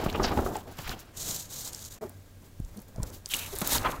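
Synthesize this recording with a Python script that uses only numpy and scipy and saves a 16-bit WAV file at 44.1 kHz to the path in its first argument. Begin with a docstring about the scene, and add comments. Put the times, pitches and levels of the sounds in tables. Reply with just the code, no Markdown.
"""Close, identical in both channels: hands shake a stiff paper sheet, whose low-mid wobble, rough whaps, snaps and
scrapes are coloured noise, short modes, ringing clicks and gliding noise bands. From 1.1 s it slides over a table,
a drag and a hiss of tiny catches; at 2 s the level dips briefly. Then it creaks under soft knocks and a brushing
nail, and from 3.3 s a film tears off it with loud snaps. Rumble, faint machine hums and room noise lie beneath."""
import sys
import numpy as np
from scipy import signal
from scipy.fft import rfft, irfft
from scipy.io import wavfile
from scipy.ndimage import uniform_filter1d

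SR = 44100
rng = np.random.default_rng(int(sys.argv[2]) if len(sys.argv) > 2 else 0)


def wrap_up_sound(samples):
    """Save the sound to the file named by the first command line argument, as 16-bit audio."""
    columns = np.atleast_2d(samples).T
    # keep every value between -1 and 1, then stretch to whole-number steps
    tamed = np.clip(columns, -1, 1)
    steps = np.round(tamed * 32767).astype(np.int16)
    wavfile.write(sys.argv[1], SR, steps)


N = 176400
T = np.arange(N) / SR  # s

# Bright colour of paper fizz and nail brushing: frequency_hz, relative_level_db (per Hz)
BRUSH_COLOUR = [(2060, -7), (3500, 0.5), (5010, -0.5), (7270, 3.5), (9040, -4), (11400, 0), (15400, 1.5)]


def undb(db):
    """Turn decibels into an amplitude factor."""
    return 10 ** (np.asarray(db) / 20)


def coloured(x, points):
    """Filter to a curve of (Hz, dB) points, falling steeply outside them, and scale to rms 1."""
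    hz, db = np.array(points).T
    log_hz = np.log(hz)
    log_f = np.log(np.maximum(np.fft.rfftfreq(N, 1 / SR), 1))
    below = np.maximum(log_hz[0] - log_f, 0)
    above = np.maximum(log_f - log_hz[-1], 0)
    gain_db = np.interp(log_f, log_hz, db) - 120 * (below + above)
    y = irfft(rfft(x) * undb(gain_db), N)
    return y / np.std(y)


def walk(rate):
    """Draw random levels, hold each for 1 / rate s and slew between them."""
    hold = int(SR / rate)
    steps = np.repeat(rng.standard_normal(N // hold + 1), hold)
    return uniform_filter1d(steps, hold)[:N]


def rub(table, axis, colour, grit_db, density, flicker_db):
    """Stick-slip friction: tiny catches (density per s) of uneven size over a hiss, on a level curve."""
    rows = np.array(table)
    caught = rng.random(N) < density / SR
    size = undb(grit_db * rng.exponential(size=N)) * rng.standard_normal(N)
    catches = np.clip(caught * size, -8, 8)
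    friction = coloured(rng.standard_normal(N) + catches, colour)
    flicker = undb(flicker_db * walk(130))
    level_db = np.interp(T, rows[:, 0], rows[:, axis], left=-120, right=-120)
    return friction * flicker * undb(level_db)


def add(out, s, x):
    """Mix a short sound in at s seconds, cut off at the end."""
    i = int(s * SR)
    out[i:i + len(x)] += x[:N - i]


def shake():
    """The shaken sheet wobbles in the low mids while its surface rustles and fizzes."""
    # Levels before the flicker: time_s, wobble_db, rustle_db, fizz_db
    levels = [(0.0, -34.5, -43.5, -49), (0.12, -39.5, -50.5, -53), (0.232, -32, -48, -51.5),
              (0.242, -34, -34, -50), (0.358, -33.5, -49, -51.5), (0.374, -32.5, -45, -48.5),
              (0.536, -38, -65, -52.5), (0.554, -41.5, -47, -48), (0.654, -51, -69, -65.5),
              (0.676, -44.5, -55.5, -59.5), (0.77, -58, -62, -61), (0.786, -50.5, -49, -46.5),
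              (0.86, -53.5, -46.5, -51), (0.915, -47, -42, -44.5), (0.972, -48, -55, -63),
              (0.998, -52, -54.5, -51), (1.044, -59, -62, -69), (1.12, -55, -65, -74)]
    # Colours: frequency_hz, relative_level_db (per Hz)
    wobble_colour = [(59, -37), (100, -2.5), (389, 1.5), (551, -5), (733, -2), (1900, -22.5), (2860, -58),
                     (4840, -120)]
    rustle_colour = [(880, -4.5), (1500, -1.5), (1920, -7), (2930, -7), (5500, -13.5), (7150, -31),
                     (12100, -120)]
    wobble = rub(levels, axis=1, colour=wobble_colour, grit_db=10, density=150, flicker_db=2.5)
    rustle = rub(levels, axis=2, colour=rustle_colour, grit_db=12, density=500, flicker_db=2.5)
    fizz = rub(levels, axis=3, colour=BRUSH_COLOUR, grit_db=21, density=620, flicker_db=3.5)
    return wobble + rustle + fizz


def rumble():
    """The table carries an uneven rumble of very low noise."""
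    # Level before the flicker: time_s, level_db
    levels = [(0.0, -47), (0.04, -38.5), (0.4, -37.5), (0.69, -56), (0.91, -43.5), (1.05, -60),
              (1.18, -51.5), (2.55, -59), (2.63, -44), (2.71, -52), (2.93, -56.5), (3.0, -37),
              (3.22, -55.5), (3.72, -44.5), (3.75, -40.5), (4.0, -44)]
    # Colour: frequency_hz, relative_level_db (per Hz)
    colour = [(8.8, -60), (15, 4.5), (32, 0.5), (49, -2), (100, -1.5), (130, -20), (220, -120)]
    return rub(levels, axis=1, colour=colour, grit_db=-25.0, density=160, flicker_db=-4.5)


def hums():
    """Faint machine tones in the room waver because each is a narrow band of noise."""
    # Tones: pitch_hz, width_hz (flat top), level_db
    tones = [(92.4, 6.2, -55), (1617, 21, -76.5)]
    out = np.zeros(N)
    for hz, w, db in tones:
        band = [(hz - 3 * w, -50), (hz - w / 2, 0), (hz + w / 2, 0), (hz + 3 * w, -50)]
        out += undb(db) * coloured(rng.standard_normal(N), band)
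    return out


def room():
    """Steady room noise, heaviest in the bass."""
    # Colour: frequency_hz, relative_level_db (per Hz)
    colour = [(12, -25), (20, -1), (39, -1), (58, -28), (96, -2), (172, -7.5), (459, -18.5), (607, -20),
              (759, -28), (1660, -26.5), (16000, -35.5)]
    return undb(-57) * coloured(rng.standard_normal(N), colour)


def flaps():
    """The sheet buckles with a rough whap: a few short, detuned modes under a dull rattle."""
    # Whaps: start_s, peak_db, pitch_hz, rattle_db (against the unscaled modes)
    whaps = [(0.031, -28.5, 888, -3), (0.061, -17.5, 632, 8), (0.128, -25.5, 690, 7), (0.146, -20, 733, 12),
             (0.159, -26, 280, 2), (0.197, -15, 384, -0.5), (0.244, -19, 253, 0.5), (0.267, -30, 244, -14),
             (0.311, -24, 373, 11), (0.323, -22, 420, 13), (0.373, -16.5, 249, -6.5), (0.388, -17, 417, -2),
             (0.462, -19.5, 363, 2), (0.487, -31, 784, -13), (0.555, -22, 853, -7.5),
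             (0.569, -30, 776, -13), (0.787, -35, 287, 21), (0.876, -34, 1420, -4), (0.891, -33, 210, -22),
             (0.934, -33, 229, -13), (2.959, -38.5, 205, -16), (2.981, -36, 194, -8),
             (2.999, -35.5, 291, -4), (3.034, -38, 266, 1), (3.617, -23, 198, 5), (3.721, -24, 274, 2),
             (3.751, -23, 922, -14), (3.848, -20.5, 1180, -10)]
    # Modes: multiple_of_pitch, level_db (before the dulling of high modes)
    modes = [(.55, -8), (1, 2.5), (1.6, -6), (2.3, -9), (3.4, 3)]
    t60_s, attack_s = 0.063, 0.00053
    dull_hz, detune = 1220, 0.0613  # detune: typical random shift as a share of the mode's pitch
    out, t = np.zeros(N), T[:6000]
    chance = rng.standard_normal((len(whaps), 2, len(t)))
    rattle_band = signal.butter(3, [150, 1150], "band", fs=SR)
    envelope = undb(-60 * t / t60_s) * (1 - np.exp(-t / attack_s))
    for (s, db, hz, rattle_db), (noise, shift) in zip(whaps, chance):
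        x = np.zeros(len(t))
        for k, (multiple, mode_db) in enumerate(modes):
            mode_hz = hz * multiple
            gain = undb(mode_db) / (1 + (mode_hz / dull_hz) ** 4)
            x += gain * np.sin(2 * np.pi * mode_hz * (1 + detune * shift[k]) * t)
        rattle = signal.lfilter(*rattle_band, noise)
        x = (x + undb(rattle_db) * rattle / np.std(rattle)) * envelope
        add(out, s, x / np.abs(x).max() * undb(db))
    return out


def knocks():
    """Finger pads and sheet press softly on the table: a few cycles swell and fade, blurred by rough contact."""
    # Pushes: centre_s, peak_db, pitch_hz, half_length_s
    pushes = [(0.065, -20, 115, 0.0042), (0.384, -25, 69.6, 0.018), (0.795, -34.5, 148, 0.0058),
              (0.894, -35, 129, 0.0082), (2.024, -39.5, 228, 0.048), (2.033, -33, 644, 0.013),
              (2.03, -30, 430, 0.0093), (2.056, -31, 380, 0.0081), (2.602, -22.5, 128, 0.0036),
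              (2.623, -31, 45.6, 0.0072), (2.782, -34, 203, 0.013), (2.984, -23, 171, 0.0019),
              (3.001, -21, 94, 0.0047), (3.027, -30, 50.7, 0.018), (3.541, -32.5, 397, 0.011),
              (3.623, -30.5, 214, 0.005), (3.762, -28, 71, 0.017)]
    # Modes: multiple_of_pitch, relative_level_db
    modes = [(1.002, 14.5), (2.3, -6)]
    blur_db, blur_from, blur_to = 1.5, 1.08, 1.95  # dB; band edges as multiples of the pitch
    out, t = np.zeros(N), T[:3528] - T[1764]  # time zero is the centre of the push
    noise = rng.standard_normal((len(pushes), len(t)))
    for (s, db, hz, half), n in zip(pushes, noise):
        x = np.zeros(len(t))
        for multiple, mode_db in modes:
            swell = np.exp(-multiple ** .5 * (t / half) ** 2)
            x += undb(mode_db) * np.cos(2 * np.pi * hz * multiple * t) * swell
        band = signal.butter(2, [blur_from * hz, blur_to * hz], "band", fs=SR)
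        blur = signal.lfilter(*band, n)
        x = x + undb(blur_db) * blur / np.std(blur) * np.exp(-(t / (1.32 * half)) ** 2)
        add(out, s + t[0], x / np.abs(x).max() * undb(db))
    return out


def snaps():
    """Creases and glue snap: a click rings one broad resonance over a wide crack, then leaves a faint hiss."""
    # Clicks: start_s, peak_db, pitch_hz
    clicks = [(0.0632, -28, 2800), (0.1, -24, 2900), (0.1278, -27.5, 5000), (0.159, -28.5, 2860),
              (0.375, -28.5, 2830), (0.5546, -33.5, 3460), (0.5672, -26.5, 8000), (0.79, -28.5, 3220),
              (0.877, -32, 2300), (0.894, -22, 4180), (0.992, -33.5, 6200), (1.1758, -36, 7100),
              (1.505, -33, 7130), (1.516, -31, 7340), (1.6486, -26, 6960), (1.654, -32, 6440),
              (1.669, -31, 6610), (1.6758, -25, 6650), (1.7325, -24.5, 6950), (1.7476, -23.5, 6600),
              (1.7834, -44, 7180), (1.7926, -30, 5960), (1.819, -34, 6500), (1.8414, -30, 8220),
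              (1.8502, -26, 6700), (2.0952, -29.5, 12800), (2.601, -40.5, 9000), (2.6489, -39.5, 6450),
              (2.77, -36, 12500), (2.774, -39, 6500), (2.792, -39, 5500), (2.802, -41, 12500),
              (2.8185, -35.5, 12300), (2.884, -43, 12500), (2.9608, -39, 6750), (3.019, -46, 7380),
              (3.0317, -21, 7160), (3.102, -37, 7470), (3.259, -20.5, 6100), (3.29, -29, 12000),
              (3.3376, -10.5, 2970), (3.3418, -13, 7400), (3.3433, -25, 2900), (3.366, -19, 12000),
              (3.37, -27, 7000), (3.554, -24.5, 12500), (3.561, -26, 7000), (3.5872, -17, 10800),
              (3.608, -18, 12400), (3.616, -22, 12000), (3.6743, -10.5, 12400), (3.6955, -18, 13000),
              (3.7325, -11, 8600), (3.7824, -17.5, 3560), (3.9056, -33, 3400), (3.921, -30, 3100),
              (3.9664, -51, 2720)]
    t60_s, tail_t60_s, tail_db = .005, .025, -18
    wide, rough, crack_db = .5, .4, -6  # share of pitch; noise against the click; dB against the ring
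    out, t = np.zeros(N), T[:2500]
    noise = rng.standard_normal((len(clicks), len(t)))
    decay = undb(-60 * t / t60_s) + undb(tail_db - 60 * t / tail_t60_s)
    for (s, db, hz), n in zip(clicks, noise):
        edges = [hz * (1 - wide / 2), min(hz * (1 + wide), .45 * SR)]
        band = signal.butter(2, edges, "band", fs=SR)
        push = decay * (rough * n + (t == 0))
        ring = signal.lfilter(*band, push)
        crack = np.diff(push, prepend=0)
        x = ring / np.abs(ring).max() + undb(crack_db) * crack / np.abs(crack).max()
        add(out, s, x / np.abs(x).max() * undb(db))
    return out


def scrapes():
    """Paper edges scrape past each other: short swells of rough noise around a gliding pitch."""
    # Strokes: start_s, length_s, level_db (before the swell), start_hz, end_hz, width (share of start pitch)
    strokes = [(.225, 0.043, -30.5, 5550, 4400, 0.16), (0.077, 0.033, -41.5, 2310, 3640, 0.23),
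               (.135, 0.039, -40.5, 2463, 2860, 0.13), (0.871, 0.013, -38, 2100, 2090, 0.26),
               (0.906, 0.043, -45.5, 2900, 3070, 0.1), (3.295, .05, -39, 3300, 2700, .1),
               (3.339, 0.013, -26.5, 2980, 2830, 0.053), (3.344, 0.15, -43.5, 2855, 2575, 0.16),
               (3.835, .055, -27.5, 1100, 1248, 0.31), (3.838, 0.046, -33, 2237, 2415, 0.37),
               (3.893, 0.088, -41.5, 1115, 1081, 0.15)]
    out = np.zeros(N)
    noise = rng.standard_normal((len(strokes), 2, 9000))
    for (s, length, db, from_hz, to_hz, wide), n in zip(strokes, noise):
        u = np.linspace(0, 1, int(length * SR))
        phase = 2 * np.pi * np.cumsum(from_hz + (to_hz - from_hz) * u) / SR
        # Two slow noises on a cosine and a sine make a noise band that follows the glide
        slow = signal.lfilter(*signal.butter(2, wide * from_hz, fs=SR), n)
        a, b = slow[:, -len(u):]
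        x = a * np.cos(phase) + b * np.sin(phase)
        add(out, s, x / np.std(x) * np.sin(np.pi * u) * undb(db))
    return out


def slide():
    """The flat sheet slides: friction drags through the table and hisses along the paper."""
    # Levels before the flicker: time_s, drag_db, hiss_db
    levels = [(1.12, -65, -73), (1.132, -56, -70), (1.174, -50.5, -41.5), (1.312, -42.5, -34.5),
              (1.408, -51, -41), (1.482, -56.5, -57), (1.518, -50.5, -42), (1.644, -51.5, -41),
              (1.672, -46, -36.5), (1.718, -54.5, -55.5), (1.734, -51, -45.5), (1.77, -52.5, -48.5),
              (1.882, -55.5, -46.5), (1.896, -62, -58.5), (1.912, -55.5, -47), (1.952, -54.5, -50),
              (1.99, -57, -68)]
    # Colours: frequency_hz, relative_level_db (per Hz)
    drag_colour = [(71, -18), (120, 2.5), (237, -8.5), (387, -7), (2600, -19), (3380, -20), (5720, -120)]
    hiss_colour = [(1410, -53), (2400, -23.5), (3030, -12), (3830, -4.5), (5060, -6.5), (6910, 1),
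                   (9890, -10.5), (13300, -6.5), (15400, -11)]
    drag = rub(levels, axis=1, colour=drag_colour, grit_db=4.5, density=250, flicker_db=0.5)
    hiss = rub(levels, axis=2, colour=hiss_colour, grit_db=7.5, density=1200, flicker_db=2.5)
    return drag + hiss


def dip(x):
    """The whole level dips briefly near 2 s, with quick fades either side."""
    start_s, end_s, fade_s, dip_db = 1.988, 2.011, 0.0012, -23
    times = [start_s - fade_s, start_s, end_s - fade_s, end_s]
    return x * undb(np.interp(T, times, [0, dip_db, dip_db, 0]))


def pick():
    """The sheet creaks low while a nail brushes it, both dense stick-slip."""
    # Levels before the flicker: time_s, creak_db, brush_db
    levels = [(2.01, -47, -60), (2.03, -46, -51.5), (2.07, -51, -61.5), (2.156, -60, -66),
              (2.378, -63, -68.5), (2.468, -58.5, -59.5), (2.504, -63.5, -69), (2.816, -56.5, -60.5),
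              (2.876, -63, -71), (2.882, -53, -57.5), (2.918, -61, -68), (3.016, -51, -62),
              (3.034, -40.5, -46), (3.046, -49.5, -61), (3.076, -49.5, -49.5), (3.116, -50, -61),
              (3.138, -51.5, -48), (3.166, -52.5, -51), (3.196, -62, -63), (3.242, -61, -72),
              (3.262, -54, -53), (3.27, -51, -52)]
    # Colour: frequency_hz, relative_level_db (per Hz)
    creak_colour = [(71, -66), (120, -14.5), (203, -12.5), (568, -18), (2400, -34.5), (3120, -72),
                    (5280, -120)]
    creak = rub(levels, axis=1, colour=creak_colour, grit_db=0.5, density=1500, flicker_db=2.5)
    brush = rub(levels, axis=2, colour=BRUSH_COLOUR, grit_db=2, density=1500, flicker_db=1.5)
    return creak + brush


def peel():
    """The lifted sheet wobbles as the film tears free in a bright crackle."""
    # Levels before the flicker: time_s, wobble_db, tear_db
    levels = [(3.27, -61, -55), (3.288, -66, -53), (3.318, -54, -33), (3.334, -48, -41),
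              (3.345, -45.5, -37), (3.514, -51.5, -46.5), (3.565, -45.5, -42), (3.612, -50, -43.5),
              (3.618, -29, -29.5), (3.628, -41, -44), (3.7, -38, -33), (3.726, -47, -25),
              (3.74, -41.5, -28.5), (3.764, -31.5, -24.5), (3.79, -40.5, -42), (3.9, -32.5, -49),
              (3.904, -38, -42), (3.94, -38.5, -53), (3.956, -42.5, -50), (3.984, -43, -60.5),
              (4.0, -51, -56)]
    # Colours: frequency_hz, relative_level_db (per Hz)
    wobble_colour = [(59, -28), (100, -3.5), (296, -1), (478, -4), (1120, -4), (2200, -13.5), (2860, -19.5),
                     (4840, -120)]
    tear_colour = [(1060, -8), (1800, -3.5), (2870, -5.5), (3760, 2.5), (4920, -4), (6740, 1.5),
                   (9480, -4.5), (12000, -0.5), (15400, -4)]
    wobble = rub(levels, axis=1, colour=wobble_colour, grit_db=19, density=520, flicker_db=1.0)
    tear = rub(levels, axis=2, colour=tear_colour, grit_db=6, density=500, flicker_db=2.5)
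    return wobble + tear


def scene():
    """Mix all layers, dip the level and send the same signal to both channels."""
    background = rumble() + hums() + room()
    rubbing = shake() + slide() + pick() + peel()
    hits = flaps() + knocks() + snaps() + scrapes()
    x = dip(background + rubbing + hits)
    return np.array([x, x])


def record(dry):
    """The recorder cuts the top steeply above 15750 Hz."""
    top_cut = signal.ellip(10, .2, 70, 15750, fs=SR, output="sos")
    return signal.sosfilt(top_cut, dry)


dry = scene()
out = record(dry)
wrap_up_sound(out)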